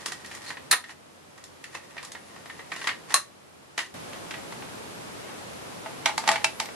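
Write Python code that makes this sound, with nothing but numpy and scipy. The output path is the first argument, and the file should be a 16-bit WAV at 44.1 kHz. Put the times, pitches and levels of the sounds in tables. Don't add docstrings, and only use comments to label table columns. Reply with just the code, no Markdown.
import sys
import numpy as np
from scipy import signal
from scipy.fft import rfft, irfft, next_fast_len
from scipy.io import wavfile
from scipy.ndimage import uniform_filter1d, map_coordinates

SR = 44100
rng = np.random.default_rng(int(sys.argv[2]) if len(sys.argv) > 2 else 0)


def generate_wav(sig):
    pcm = np.round(np.clip(np.atleast_2d(sig).T, -1, 1) * 32767).astype(np.int16)
    wavfile.write(sys.argv[1], SR, pcm)


N = 297674

# (time [s], relative clack level [dB], low knock re clack [dB], high snap re clack [dB])
DRILL_HITS = [(.057, -28, -5, 3.5), (.08, -38, -5, 0), (.117, -29.5, -8.5, -1.5), (.243, -37, -8, -6),
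              (.258, -47, -13, 8.5), (.31, -34.5, -13, -12), (.347, -42.5, -9, 6), (.5005, -27, -7.5, -14),
              (.567, -33, -8, -24), (.837, -29.5, -25, -15), (.89, -32.5, -5, -26),
              (1.375, -40.5, -1, -4.5), (1.437, -42, -20, 7.5), (1.637, -28.5, -33, -7.5),
              (1.746, -27, -3.5, -8), (1.963, -34.5, -0.5, -15), (1.976, -26.5, -19, -24),
              (2.026, -37, -1.5, 0.5), (2.046, -40, -12, 6.5), (2.116, -40, -13, 7),
              (2.146, -31, -3.5, -23), (2.359, -42, 2, -11), (2.454, -37.5, -3, -9),
              (2.495, -31.5, -15, -30), (2.589, -33.5, -5.5, -31), (2.715, -24.5, -7.5, -17),
              (2.759, -32, -5.5, -6), (2.812, -30, -10, -14), (2.839, -29, -5, -16),
              (2.869, -15.5, -11.5, -12), (2.888, -20, -14, -26), (3.102, -32.5, -3, -8),
              (3.118, -30.5, -6, -7), (3.775, -18.5, -4, -4), (3.786, -16.5, -16, -13)]
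CLAW_HITS = [(.7105, -11, -16.5, 4.5), (.7235, -11.5, -7, 1), (.73, -10.5, -7.5, -46)]
GRIP_HITS = [(3.14, -16, -6.5, 2.5), (3.159, -23, -13, -11)]
SWORD_HITS = [(4.129, -38, -12, -9), (4.306, -31, -22, -6.5), (4.337, -30.5, -22, -26),
              (4.521, -39, 1.5, -4), (4.62, -37.5, -2, -14), (5.857, -37, 6, -20), (6.0555, -15.5, -2, -4),
              (6.09, -37.5, 13, -12), (6.176, -25, 4, 3), (6.236, -37, 8, -7), (6.274, -22, 4.5, 1.5),
              (6.286, -14.5, 2, -5.5), (6.313, -24.5, 5, 2.5), (6.355, -22, -2, -11), (6.412, -41, -5, -14),
              (6.597, -23, 0.5, 1), (6.654, -37.5, -14, 0), (6.684, -37, 0, -16)]
SWORD_CATCH = [(6.441, -14, -7, -3.5)]
# (time of hardest push [s], level [dB], build-up [s])
DRILL_STROKES = [(.1, -42, 0.44), (.37, -45, 0.4), (.49, -39.5, 0.2), (.9, -40, 0.067),
                 (1.75, -41.5, 0.055), (2.08, -50, 1), (2.4, -53.5, 0.78), (2.6, -49, 0.39),
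                 (2.74, -42, 0.045), (2.87, -36, 0.2), (3.122, -36.5, 0.048), (3.81, -30, 0.037)]
SWORD_STROKES = [(4.14, -45, .04), (4.35, -40.5, 0.052), (5.32, -46, 0.28), (5.88, -44.5, .05),
                 (6.09, -32.5, 0.075), (6.27, -33.5, 0.072), (6.34, -30.5, 0.13)]
# (time [s], level [dB])
HINGE_SCRAPE = [(.4, -95), (.44, -54), (.472, -41), (.505, -41), (.535, -54), (.58, -95)]
# (frequency [Hz], bandwidth [Hz], peak lift [dB])
DRILL_MODES = [(695, 140, -0.5), (993, 430, 8), (1300, 110, -5), (1868, 110, 12), (1907, 140, 4.5),
               (2820, 310, 0), (4440, 2100, 2), (6740, 650, 2), (9400, 180, 3.5)]
CLAW_MODES = [(730, 85, 6.5), (1000, 76, 11), (1080, 60, 3.7), (1280, 140, 9.6), (1763, 86, 8.4),
              (1870, 55, 3.3), (2640, 200, 4.4), (3980, 370, 9.7), (7000, 210, 6.1), (9260, 580, 9.9)]
GRIP_MODES = [(375, 31, 21), (593, 50, 18.4), (1120, 51, 18.5), (1610, 75, 4.1), (1790, 230, 11.3),
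              (2700, 250, 8.7), (4080, 150, 21.6), (6100, 680, 11.8), (8500, 400, 5.3), (9200, 460, 7.6)]
HINGE_MODES = [(1900, 300, 5), (4280, 400, 14)]
SWORD_MODES = [(657.7, 18, 15.7), (826, 12, 13.6), (890, 43, 12), (1200, 33, 5), (1460, 46, 2.9),
               (1917, 40, 6.6), (2110, 52, 3.9), (2285, 130, 3.2), (2694, 110, 2.9), (3870, 130, 1.8)]
# (frequency [Hz], relative level [dB])
DRILL_BODY = [(60, -45), (170, -17), (300, -6), (600, -7.5), (1100, -2.5), (2000, 1), (3200, -1.5),
              (6000, -2.5), (11000, -7), (12300, -17), (13500, -39), (16000, -32)]
CLAW_BODY = [(60, -24), (170, -17), (300, -4.5), (600, -9), (1100, -2), (2000, 1), (3200, -6.5),
             (5800, -3.5), (8000, -6), (11200, 0.5), (12300, -11), (13500, -16), (16000, -19)]
GRIP_BODY = [(60, -33.5), (200, -28), (450, -14), (900, 2.5), (2000, -5), (3200, -10.5), (6000, -4),
             (11000, 6), (12100, -4.5), (13000, -29), (16000, -51)]
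SWORD_BODY = [(60, -68), (200, -9.5), (480, -14.5), (700, -2.5), (1100, 0.5), (2000, 1), (3300, -2.5),
              (5500, -10), (8000, -14), (11000, -19), (12200, -31), (13300, -37), (16000, -42)]
# (frequency [Hz], time to decay by 60 dB [s])
ROOM_T60 = [(200, 0.15), (700, 0.2), (2000, 0.2), (5000, 0.22), (11000, 0.19)]
# (frequency [Hz], correlation [-1 to 1])
ROOM_CORRELATION = [(150, 0.43), (700, 0.76), (1800, 0.63), (4000, 0.06), (12000, 0)]
AIR_CORRELATION = [(30, .4), (85, .3), (150, .1), (400, -.25), (1500, -.2), (5000, -.05), (12000, 0)]
# (time [s], duration [s], first frequency [Hz], last frequency [Hz])
FOCUS_RUNS = [(2.175, .07, 10700, 10150), (2.243, .06, 10550, 10050), (2.465, .06, 11750, 10500),
              (2.503, .065, 10600, 10200), (6.49, .12, 10100, 11900), (6.61, .09, 11200, 12800)]
# (frequency [Hz], level [dB])
HUM_TONES = [(88, -66), (135, -65)]
# (frequency [Hz], relative spectral density [dB])
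AIR_SPECTRUM = [(10, -36), (25, -22.5), (50, -15.5), (85, -6), (135, -.5), (200, 0), (560, 0), (800, -3),
                (1100, -4), (1600, -8), (3000, -12), (6000, -16.5), (11200, -19.5), (12300, -23),
                (12900, -42), (16000, -46)]

HIT_SIZE = 16384
SOFT_CONTACT_S, HARD_CONTACT_S, HARDNESS_SPAN_DB = 0.0037, 0.002, 5
DRILL_AIR_DB, SWORD_AIR_DB, SWORD_IN_S = -46.5, -40, 3.94


def drill():
    clicks = impacts(DRILL_HITS, DRILL_BODY, DRILL_MODES, gain_db=18, room_db=-0.5, delay_s=.0015,
                     lag_s=.00003, pan_db=-0.8, soft_hz=2310, hard_hz=4200, part_db=5.5, stretch=1.04)
    snap = impacts(CLAW_HITS, CLAW_BODY, CLAW_MODES, gain_db=16, room_db=-1.5, delay_s=.00046,
                   lag_s=.00004, pan_db=-0.3, soft_hz=1860, hard_hz=5930, part_db=8, stretch=1.58,
                   scatter=0)
    pop = impacts(GRIP_HITS, GRIP_BODY, GRIP_MODES, gain_db=22, room_db=0, delay_s=.0007,
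                  lag_s=.00003, pan_db=0, soft_hz=1150, hard_hz=1160, part_db=2, stretch=0.67, scatter=0)
    hinge_gain = amp(np.interp(np.arange(N) / SR, *np.transpose(HINGE_SCRAPE)))
    hinge = friction(hinge_gain, DRILL_BODY, HINGE_MODES, grain_db=2.5, slips_per_s=600)
    rubs = friction(strokes(DRILL_STROKES), DRILL_BODY, DRILL_MODES, grain_db=2, slips_per_s=450)
    return clicks + snap + pop + hinge + rubs


def sword():
    clacks = impacts(SWORD_HITS, SWORD_BODY, SWORD_MODES, gain_db=20.5, room_db=-3.5, delay_s=.0015,
                     lag_s=.000045, pan_db=-1.2, soft_hz=1920, hard_hz=2560, part_db=5.5, stretch=0.9)
    catch = impacts(SWORD_CATCH, SWORD_BODY, SWORD_MODES, gain_db=21, room_db=-5.5, delay_s=.0015,
                    lag_s=.000045, pan_db=-1.5, soft_hz=2630, hard_hz=2660, part_db=8.5, scatter=0)
    rubs = friction(strokes(SWORD_STROKES), SWORD_BODY, SWORD_MODES, grain_db=3, slips_per_s=800)
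    return clacks + catch + rubs


def impacts(hits, body, modes, gain_db, room_db, delay_s, lag_s, pan_db, soft_hz, hard_hz, part_db,
            stretch=1, scatter=.15, part_q=18, ripple_db=3, ripple_hz=70, spread=0.75):
    out = np.zeros((2, N + HIT_SIZE))
    hz = np.fft.rfftfreq(HIT_SIZE, 1 / SR)
    above_knock = 1 - 1 / (1 + (hz / 1200) ** 6)
    above_clack = 1 - 1 / (1 + (hz / 4000) ** 6)
    bands = (1 - above_knock, above_knock - above_clack, above_clack)
    colour = shell(body, modes, hz)
    sides = np.array([[1], [-1]])
    for s, level_db, knock_db, snap_db in hits:
        hardness = 1 / (1 + np.exp(-snap_db / HARDNESS_SPAN_DB))
        contact_s = stretch * (SOFT_CONTACT_S + hardness * (HARD_CONTACT_S - SOFT_CONTACT_S))
        part_hz = soft_hz * (hard_hz / soft_hz) ** hardness * np.exp(scatter * rng.standard_normal())
        part = shell([(1, 0)], [(part_hz, part_hz / part_q, part_db)], hz)
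        minor = amp(ripple_db * map_coordinates(rng.standard_normal(512), [hz / ripple_hz], order=1))
        ring = minimum_phase(sum(amp(db) * unit(band * colour * part * minor)
                                 for db, band in zip((knock_db, 0, snap_db), bands)))
        direct = chatter(contact_s) + sides * spread * hz / (hz + 1500) * chatter(contact_s)
        heard = direct * np.exp(-1j * np.pi * hz * lag_s * sides) + amp(room_db) * rfft(room_tail())
        start = round((s + delay_s) * SR)
        gain = amp(gain_db + level_db + sides * pan_db / 2)
        out[:, start:start + HIT_SIZE] += gain * irfft(ring * heard)
    return out[:, :N]


def chatter(contact_s, rise_share=0.88):
    age = np.arange(HIT_SIZE) / SR / contact_s
    burst = rng.standard_normal(HIT_SIZE) * (1 - np.exp(-(age / rise_share) ** 2)) * np.exp(-age)
    whitened = irfft(np.exp(1j * np.angle(rfft(burst))))
    return rfft(unit(whitened * np.exp(-(age / 5) ** 2))) / np.sqrt(HIT_SIZE)


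def shell(body, modes, hz):
    peaks = sum((amp(2 * db) - 1) / (1 + (2 * (hz - centre) / width) ** 2) for centre, width, db in modes)
    return amp(along(body, hz)) * np.sqrt(np.maximum(1 + peaks, .1))


def minimum_phase(gain):
    cepstrum = irfft(np.log(np.maximum(gain, 1e-6)))
    half = len(cepstrum) // 2
    cepstrum[1:half] *= 2
    cepstrum[half + 1:] = 0
    return np.exp(rfft(cepstrum))


def friction(gain, body, modes, grain_db, slips_per_s):
    pressure_db = 2.5 * wobble(45)
    grains = stereo_noise(ROOM_CORRELATION, N) * amp(grain_db * wobble(slips_per_s) + pressure_db)
    return gain * unit(filtered(grains, lambda hz: shell(body, modes, hz)))


def strokes(rows, depth_db=23, release_s=.09):
    t, power = np.arange(N) / SR, np.zeros(N)
    for s, db, build_s in rows:
        from_peak = np.maximum((s - t) / build_s, (t - s) / release_s)
        power += amp(db - depth_db * np.clip(from_peak, 0, 10)) ** 2
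    return np.sqrt(power)


def room_tail(build_s=0.0048):
    hz, t, spectra = signal.stft(stereo_noise(ROOM_CORRELATION, HIT_SIZE), SR, nperseg=256)
    decay = amp(-60 * t / along(ROOM_T60, hz)[:, None])
    tail = signal.istft(spectra * decay, SR, nperseg=256)[1][:, :HIT_SIZE]
    tail *= 1 - np.exp(-(np.arange(HIT_SIZE) / SR / build_s) ** 2)
    return unit(tail) / np.sqrt(HIT_SIZE)


def focus_motor(re_air_db=-14, flutter_hz=110):
    t, out = np.arange(N) / SR, np.zeros(N)
    flutter = flutter_hz * wobble(400)
    for s, length, first_hz, last_hz in FOCUS_RUNS:
        on = (t > s) & (t < s + length)
        progress = (t[on] - s) / length
        hz = first_hz + (last_hz - first_hz) * progress + flutter[on]
        out[on] += np.sqrt(np.sin(np.pi * progress)) * np.sin(2 * np.pi * np.cumsum(hz) / SR)
    return amp(re_air_db) * air_gain() * out


def hum(waver_hz=1.57):
    return sum(amp(db) * np.sin(2 * np.pi * np.cumsum(hz + waver_hz * wobble(9)) / SR)
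               for hz, db in HUM_TONES)


def air():
    noise = filtered(stereo_noise(AIR_CORRELATION, N), lambda hz: amp(along(AIR_SPECTRUM, hz)))
    return unit(noise) * air_gain()


def air_gain():
    return amp(np.where(np.arange(N) / SR < SWORD_IN_S, DRILL_AIR_DB, SWORD_AIR_DB))


def stereo_noise(correlation, size):
    def balance(hz):
        angle = np.arccos(along(correlation, hz)) / 2
        return np.array([np.cos(angle), np.sin(angle)])
    mid, side = filtered(rng.standard_normal((2, size)), balance)
    return np.array([mid + side, mid - side])


def filtered(x, response):
    n = x.shape[-1]
    padded = next_fast_len(n + 4096, True)
    return irfft(rfft(x, padded) * response(np.fft.rfftfreq(padded, 1 / SR)), padded)[..., :n]


def wobble(rate):
    return map_coordinates(rng.standard_normal(int(N * rate / SR) + 4), [np.arange(N) * rate / SR])


def along(points, hz):
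    knots_hz, values = np.transpose(points)
    return np.interp(np.log(hz + 1), np.log(knots_hz + 1), values)


def amp(db):
    return 10 ** (np.asarray(db) / 20)


def unit(x):
    return x / np.sqrt(np.mean(x ** 2) + 1e-20)


def gain_control(x, threshold_db=-22, share=0.58, attack_s=.04, recover_db_per_s=3):
    treble_power = np.mean(np.diff(x, prepend=0) ** 2, axis=0)
    level_db = 10 * np.log10(np.abs(uniform_filter1d(treble_power, size=220)) + 1e-12)
    excess_db = np.maximum(level_db - threshold_db, 0)
    recovery_db = recover_db_per_s * np.arange(x.shape[1]) / SR
    duck_db = np.maximum.accumulate(share * excess_db + recovery_db) - recovery_db
    pole = np.exp(-1 / (attack_s * SR))
    return x * amp(-signal.lfilter([1 - pole], [1, -pole], duck_db))


def scene():
    return drill() + sword() + air() + hum() + focus_motor()


def record(dry, top_hz=16300):
    halves = np.split(dry, [round(SWORD_IN_S * SR)], axis=1)
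    ducked = np.hstack([gain_control(half) for half in halves])
    dulled = filtered(ducked, lambda hz: amp(along([(12100, 0), (13000, -7), (16000, -7)], hz)))
    return filtered(np.clip(dulled, -1, 1), lambda hz: hz < top_hz)


dry = scene()
out = record(dry)
generate_wav(out)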